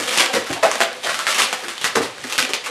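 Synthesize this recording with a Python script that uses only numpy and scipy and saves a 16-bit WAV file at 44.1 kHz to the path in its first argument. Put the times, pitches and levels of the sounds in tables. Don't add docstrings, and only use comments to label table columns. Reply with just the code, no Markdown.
import sys
import numpy as np
from scipy import signal
from scipy.fft import rfft, irfft, next_fast_len
from scipy.io import wavfile
from scipy.ndimage import uniform_filter1d

SR = 44100
rng = np.random.default_rng(int(sys.argv[2]) if len(sys.argv) > 2 else 0)


def level_to_linear(level):
    exponent = np.asarray(level, float) / 20
    return 10 ** exponent


def digitize_waveform(pressure):
    field = np.atleast_2d(pressure).T
    bounded = np.clip(field, -1, 1)
    quanta = np.round(bounded * 32767).astype(np.int16)
    wavfile.write(sys.argv[1], SR, quanta)


N = 119070


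def along(points, hz):
    point_hz, value = np.transpose(points)
    return np.interp(np.log(hz + 1), np.log(point_hz + 1), value)


def filtered(x, response):
    m = next_fast_len(N + SR // 2)
    return irfft(rfft(x, m) * response(np.fft.rfftfreq(m, 1 / SR)), m)[..., :N]


def resonance(f, center_hz, width_hz):
    return 1j * f * width_hz / (center_hz ** 2 - f * f + 1j * f * width_hz)


def unit(x):
    return x / np.sqrt(np.mean(x ** 2) + 1e-20)


def lay(start_s, shapes):
    size = shapes.shape[1]
    first = np.clip(np.round(start_s * SR).astype(int), 0, N)
    at = first[:, None] + np.arange(size)
    return np.bincount(at.ravel(), shapes.ravel(), N + size + 1)[:N]


# frequency in Hz, density in dB per Hz.
HUM_COLOUR = [(12, -40), (25, -12), (90, -6.5), (182, -5), (472, -2.5), (3250, 1), (9950, -13),
              (14300, -30)]


def hum():
    return level_to_linear(-40) * unit(filtered(rng.standard_normal(N), lambda f: level_to_linear(along(HUM_COLOUR, f))))


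# frequency in Hz, 60 dB decay time in seconds.
ROOM_DECAY = [(150, 0.29), (700, 0.35), (3000, 0.4), (10000, 0.16)]


def room(x):
    level_db, delay_s, stretch = -6.5, .004, 8192
    out = np.zeros(N + 2 * SR)
    for a in range(0, N, stretch):
        hz, t, z = signal.stft(rng.standard_normal(SR * 3 // 4), SR, nperseg=256)
        decay = level_to_linear(-60 * t / along(ROOM_DECAY, hz)[:, None])
        tail = signal.istft(z * decay, SR, nperseg=256)[1]
        wet = signal.fftconvolve(x[a:a + stretch], tail / np.linalg.norm(tail))
        out[a + int(delay_s * SR):][:len(wet)] += wet
    return level_to_linear(level_db) * out[:N]


# start in seconds, peak in dB, fade in seconds.
BUMPS = [
    (.001, -37, 0.049),
    (0.349, -36, 0.032),
    (0.497, -21, 0.031),
    (1.06, -40, 0.059),
    (1.42, -36, 0.026),
    (1.801, -38, 0.052),
    (1.956, -24.5, 0.064),
    (2.174, -32.5, 0.056),
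]


def bumps():
    start_s, db, fade_s = np.transpose(BUMPS)[:, :, None]
    t = np.arange(SR // 4) / SR
    swell = np.exp(-t / fade_s) * (1 - np.exp(-t / 0.0039))
    puffs = rng.standard_normal((len(BUMPS), len(t))) * level_to_linear(db + 14.5) * swell
    return filtered(lay(start_s[:, 0], puffs), lambda f: resonance(f, 111, 114) ** 2)


SONG_OVERTONES_DB = [0.5, -8.5, -26, -17]


def sing(pitch_hz, level_db, overtones_db):
    shake = unit(uniform_filter1d(rng.standard_normal(N), size=130))
    turn = 2 * np.pi * np.cumsum(pitch_hz * (1 + 0.0312 * shake)) / SR
    partials = sum(level_to_linear(db) * np.sin((k + 1) * turn) for k, db in enumerate(overtones_db))
    return np.sqrt(2) * level_to_linear(level_db) * partials


# time in seconds, pitch in Hz, level in dB.
SONG = [
    (.627, 625, -40),
    (.632, 626, -16),
    (.642, 618.5, -13),
    (.65, 692, -16),
    (0.657, 754, -19),
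    (.678, 769, -29),
    (.695, 770, -51),
]


def song():
    t = np.arange(N) / SR
    s, hz, db = np.transpose(SONG)
    return sing(np.interp(t, s, hz), np.interp(t, s, db, -200, -200), SONG_OVERTONES_DB)


# start in seconds, length in seconds, pitch in Hz, level in dB.
SQUEAKS = [
    (1.034, 0.027, 3210, -28.5),
    (.556, 0.036, 750, -34.5),
    (.35, 0.035, 480, -22.5),
    (1.1, 0.015, 1100, -24.5),
    (1.855, 0.013, 1800, -37),
    (.64, 0.049, 820, -23.5),
    (.63, 0.026, 2600, -30),
]


def squeaks():
    t = np.arange(N) / SR
    out = np.zeros(N)
    for start_s, length_s, hz, db in SQUEAKS:
        swell = np.sin(np.pi * np.clip((t - start_s) / length_s, 0, 1))
        out += swell * sing(hz, db, SONG_OVERTONES_DB[:2])
    return out


CRACK_T60_S = 0.0042


def slips(start_s, db, hz, q, crack_db, t60_s, size):
    t = np.arange(size) / SR
    fade = np.exp(-np.pi * hz[:, None] * t / q)
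    turn = 2 * np.pi * hz[:, None] * t
    ring = np.sin(turn) * fade + level_to_linear(-12.5) * np.sin(2.23 * turn) * fade ** 2
    ring = ring - fade * ring.sum(1, keepdims=True) / fade.sum(1, keepdims=True)
    k = np.arange(128)
    crack = rng.standard_normal((len(start_s), 128)) - 1.88 * (k < 2)
    crack = crack * level_to_linear(-60 * k / SR / t60_s)
    crack = 3.34 * crack / np.linalg.norm(crack, axis=1, keepdims=True)
    rings = lay(start_s, level_to_linear(db)[:, None] * ring)
    cracks = lay(start_s, level_to_linear(db + crack_db)[:, None] * crack)
    return np.array([rings, cracks])


def runs(table, gap_s, rise_s, start, q, level_db, size, count):
    start_s, db, hz, fade_s, crack_db = np.transpose(table)[:, :, None]
    u = rng.standard_normal((len(table), 3, count))
    late = np.cumsum(gap_s / 2 * np.exp(.3 * u[:, 0]), 1)
    late -= late[:, :1]
    swell = 1 - (1 - start) * np.exp(-late / rise_s)
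    shape = np.exp(-(late / fade_s) ** 1.64) * swell
    size_db = db + level_db + 20 * np.log10(shape + 1e-9)
    size_db = size_db + 1.8 * u[:, 1] * (late > 0) - 3 * (np.arange(count) % 2)
    pitch_hz = hz * np.exp(0.074 * u[:, 2])
    crack_db = crack_db + 0 * late
    return slips((start_s + late).ravel(), size_db.ravel(), pitch_hz.ravel(), q, crack_db.ravel(),
                 CRACK_T60_S, size)


# resonance in Hz, width in Hz, level in dB.
CHAMBERS = [(252, 35, -3), (363, 17, -2), (509, 61, 4.5), (597, 50, -1.5), (765, 49, 1)]


def chambers(f):
    return sum((-1) ** k * level_to_linear(db) * resonance(f, hz, width_hz)
               for k, (hz, width_hz, db) in enumerate(CHAMBERS))


# time in seconds, level in dB, share of the chambers in dB.
RUB = [(0, -23, -5), (.16, -18, -10.5), (.3, -27.5, 4.5), (.47, -29.5, -16), (.6, -39, -18),
       (.74, -22, -3.5), (.88, -36.5, 5), (1.0, -37, -0.5), (1.1, -26, -14), (1.25, -27, -12),
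       (1.5, -29, -4), (1.75, -32.5, -9.5), (1.95, -34, -4), (2.15, -41.5, 2), (2.299, -26, -9),
       (2.5, -29, -2), (2.62, -40, -7), (2.7, -31.5, 3.5)]


def rub():
    slips_per_s = 1500
    s, db, share_db = np.transpose(RUB)
    at = np.sort(rng.random(int(slips_per_s * N / SR))) * N / SR
    u = rng.standard_normal((2, len(at)))
    size_db = np.interp(at, s, db) - 3.5 + 3 * u[0]
    pitch_hz = 1900 * np.exp(0.43 * u[1])
    skin = slips(at, size_db, pitch_hz, 1.8, 0.5 + 0 * at, CRACK_T60_S, size=96)
    push = level_to_linear(size_db + np.interp(at, s, share_db) + 28) * np.sign(u[1])
    skin[0] += filtered(lay(at, push[:, None]), chambers)
    return skin


# start in seconds, peak in dB, ring in Hz, fade in seconds, crack in dB.
GROANS = [(.001, -9.5, 282, 0.013, -0.5), (.175, -29, 258, 0.013, -10), (.2, -15, 620, 0.047, 0),
          (.332, -14.5, 272, 0.045, 2.5), (.35, -10.5, 484, 0.025, -0.5), (.497, -12, 310, 0.023, -7),
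          (.505, -14.5, 510, 0.015, -1), (.555, -18.5, 750, 0.047, -4), (.628, -5, 720, 0.051, -6),
          (.804, -9.5, 697, 0.028, -13), (1.036, -17, 626, 0.058, 2), (1.39, -26, 585, 0.035, 12),
          (1.528, -12, 650, 0.0086, 0.5), (1.628, -22, 371, 0.054, -19), (1.954, -8, 470, 0.027, 1),
          (1.962, -12.5, 250, 0.051, -25), (1.984, -12, 414, 0.029, -8), (2.019, -19, 410, 0.047, 5),
          (2.241, -18, 327, 0.017, -20), (2.42, -21.5, 262, 0.027, -12), (2.493, -14.5, 390, 0.016, 2),
          (2.545, -21, 440, 0.017, -17)]


def groans():
    return runs(GROANS, gap_s=.0042, rise_s=0.0073, start=0.51, q=3.3, level_db=-0.5, size=768, count=48)


# start in seconds, peak in dB, ring in Hz, fade in seconds, crack in
# dB.
CREAKS = [(.125, -10, 2280, 0.067, 2), (.174, -4, 2800, 0.028, 5.5), (.197, 3.5, 2150, 0.023, -0.5),
          (.23, -5.5, 1690, 0.032, -3), (.529, -12, 2640, 0.019, 6), (.806, -5.5, 2650, 0.033, 3.5),
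          (1.033, -9, 3220, 0.047, -7.5), (1.0927, -9.5, 1550, 0.042, 1), (1.1435, -12, 1570, 0.019, 1.5),
          (1.1895, -8.5, 1280, 0.043, -3.5), (1.272, -1.5, 1410, 0.035, -3.5),
          (1.2893, -6, 2900, 0.054, 1.5), (1.381, -8.5, 2050, 0.034, 8), (1.397, -1.5, 1140, 0.023, 3),
          (1.4194, -1, 3540, 0.036, -1), (1.683, -16, 1335, 0.039, 5), (1.7798, -12, 3330, 0.012, -17),
          (1.8139, -8, 2960, 0.045, -4.5), (1.8445, -7.5, 1470, 0.036, 6.5),
          (1.955, -3.5, 1190, 0.018, -10), (2.326, -9.5, 2800, 0.032, 1.5), (2.38, -2, 2270, 0.027, -0.5),
          (2.421, -7.5, 2620, 0.031, -2), (2.54, -7, 4200, 0.024, -4), (2.539, -4.5, 2450, 0.012, -2),
          (.076, -5, 3400, 0.034, -4.5), (.334, -9, 1590, 0.053, -2), (0.4658, -14, 1480, 0.033, -2.5),
               (0.631, -5.5, 1900, 0.027, -18), (0.755, -11.5, 1370, 0.016, -2),
               (.81, -3.5, 1450, 0.023, -7), (1.065, -7, 1680, 0.033, -13), (1.53, -12.5, 1130, 0.02, 5.5),
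               (1.345, -11, 2430, 0.077, 5.5), (1.636, -15.5, 1400, 0.042, -3),
               (2.239, -13, 1640, 0.013, -1.5), (2.2986, -18, 2980, 0.028, 3),
               (2.6408, -13.5, 2350, 0.051, -2.5), (2.6613, -9.5, 1300, 0.021, -3)]


def creaks():
    return runs(CREAKS, gap_s=.003, rise_s=0.0015, start=.9, q=4.5, level_db=-7.5,
                size=192, count=56)


# start in seconds, peak in dB, ring in Hz, crack in dB.
SNAPS = [(.176, -3, 2190, 1), (0.1856, 1.5, 2580, 1), (.207, 1, 2880, -2), (0.2223, -5, 3200, -5),
         (0.2584, -9, 4000, 0), (0.2621, -4, 2900, 0), (0.3383, -16, 1760, 7), (0.5299, -11, 1760, -9),
         (.6329, -7, 726, 1), (.6365, -3.5, 744, -9), (0.715, -7, 1000, 6), (2.38, -6, 2300, 5),
         (0.7561, -12, 850, 1), (0.8048, -3.5, 630, 2), (0.8137, -3.5, 1520, 4), (.8213, -2.5, 674, -4),
         (0.8349, -4, 2540, -4), (0.9304, -16, 3900, -3), (1.0722, -7.5, 1430, -1), (1.094, -6, 1430, -19),
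         (1.1446, -10, 1340, -1), (1.1914, -7.5, 1330, -1), (1.2683, -2.5, 1620, 1),
         (1.3275, -6.5, 1860, -6), (1.346, -16, 1890, 4.5), (1.3921, -6, 1900, 1), (1.4199, 1, 2820, 1),
         (1.452, -17, 1870, 5), (1.5287, -7.5, 720, 2), (1.6836, -8, 3200, -5), (1.7801, -12, 3350, -6),
         (1.814, -13.5, 2930, -2), (1.8434, -6, 1450, 7.5), (1.9542, -16, 1630, 6), (1.958, -3.5, 1510, 3),
         (1.9711, -6.5, 785, -20), (2.018, -18, 1500, 3), (2.1824, -17, 1620, -10), (2.2411, -18, 1680, -2),
         (2.3, -18, 3000, 1), (2.3245, -5.5, 2470, -1.5), (2.3846, -9, 2280, 0), (2.3873, 0, 1470, 0.5),
         (2.3919, -3, 1320, 2), (2.3945, -3.5, 1480, 2), (2.4038, -3.5, 1960, 1.5), (2.4269, 0.5, 2520, -5),
         (2.4508, -6, 2580, -6), (2.535, -2.5, 2380, 4), (2.6628, -9.5, 2500, -11)]


def snaps():
    start_s, db, hz, crack_db = np.transpose(SNAPS)
    return slips(start_s, db - 2.5, hz, 5.1, crack_db, 0.002, size=256)


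# frequency in Hz, density in dB per Hz.
CRACK_COLOUR = [(180, -9), (300, -9), (1060, -4), (1190, -0.5), (1390, -4.5), (2000, -3.5), (8640, -12.5),
                (16000, -19.5)]


def balloons():
    rings, cracks = rub() + groans() + creaks() + snaps()
    both = rings + filtered(cracks, lambda f: level_to_linear(along(CRACK_COLOUR, f) + 10.5))
    low_hz = 163
    return filtered(both, lambda f: (f * f / (low_hz ** 2 - f * f + 1.5j * f * low_hz)) ** 2)


def scene():
    near = balloons() + bumps() + song() + squeaks()
    return (near + room(near) + hum())[None]


def top_cut(x):
    return signal.sosfilt(signal.butter(12, 16440, fs=SR, output="sos"), x)


def final_response(f):
    low_cut = f / (f - 69.4j)
    air = 1 / (1 + (f / 12570) ** 10.2)
    shelf = level_to_linear(-9 * (f > 15400))
    return (f < 16300) * shelf * low_cut * air


def record(dry):
    knee = 8
    clipped = dry / (1 + np.abs(signal.hilbert(dry)) ** knee) ** (1 / knee)
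    return top_cut(filtered(clipped, final_response))


dry = scene()
out = record(dry)
digitize_waveform(out)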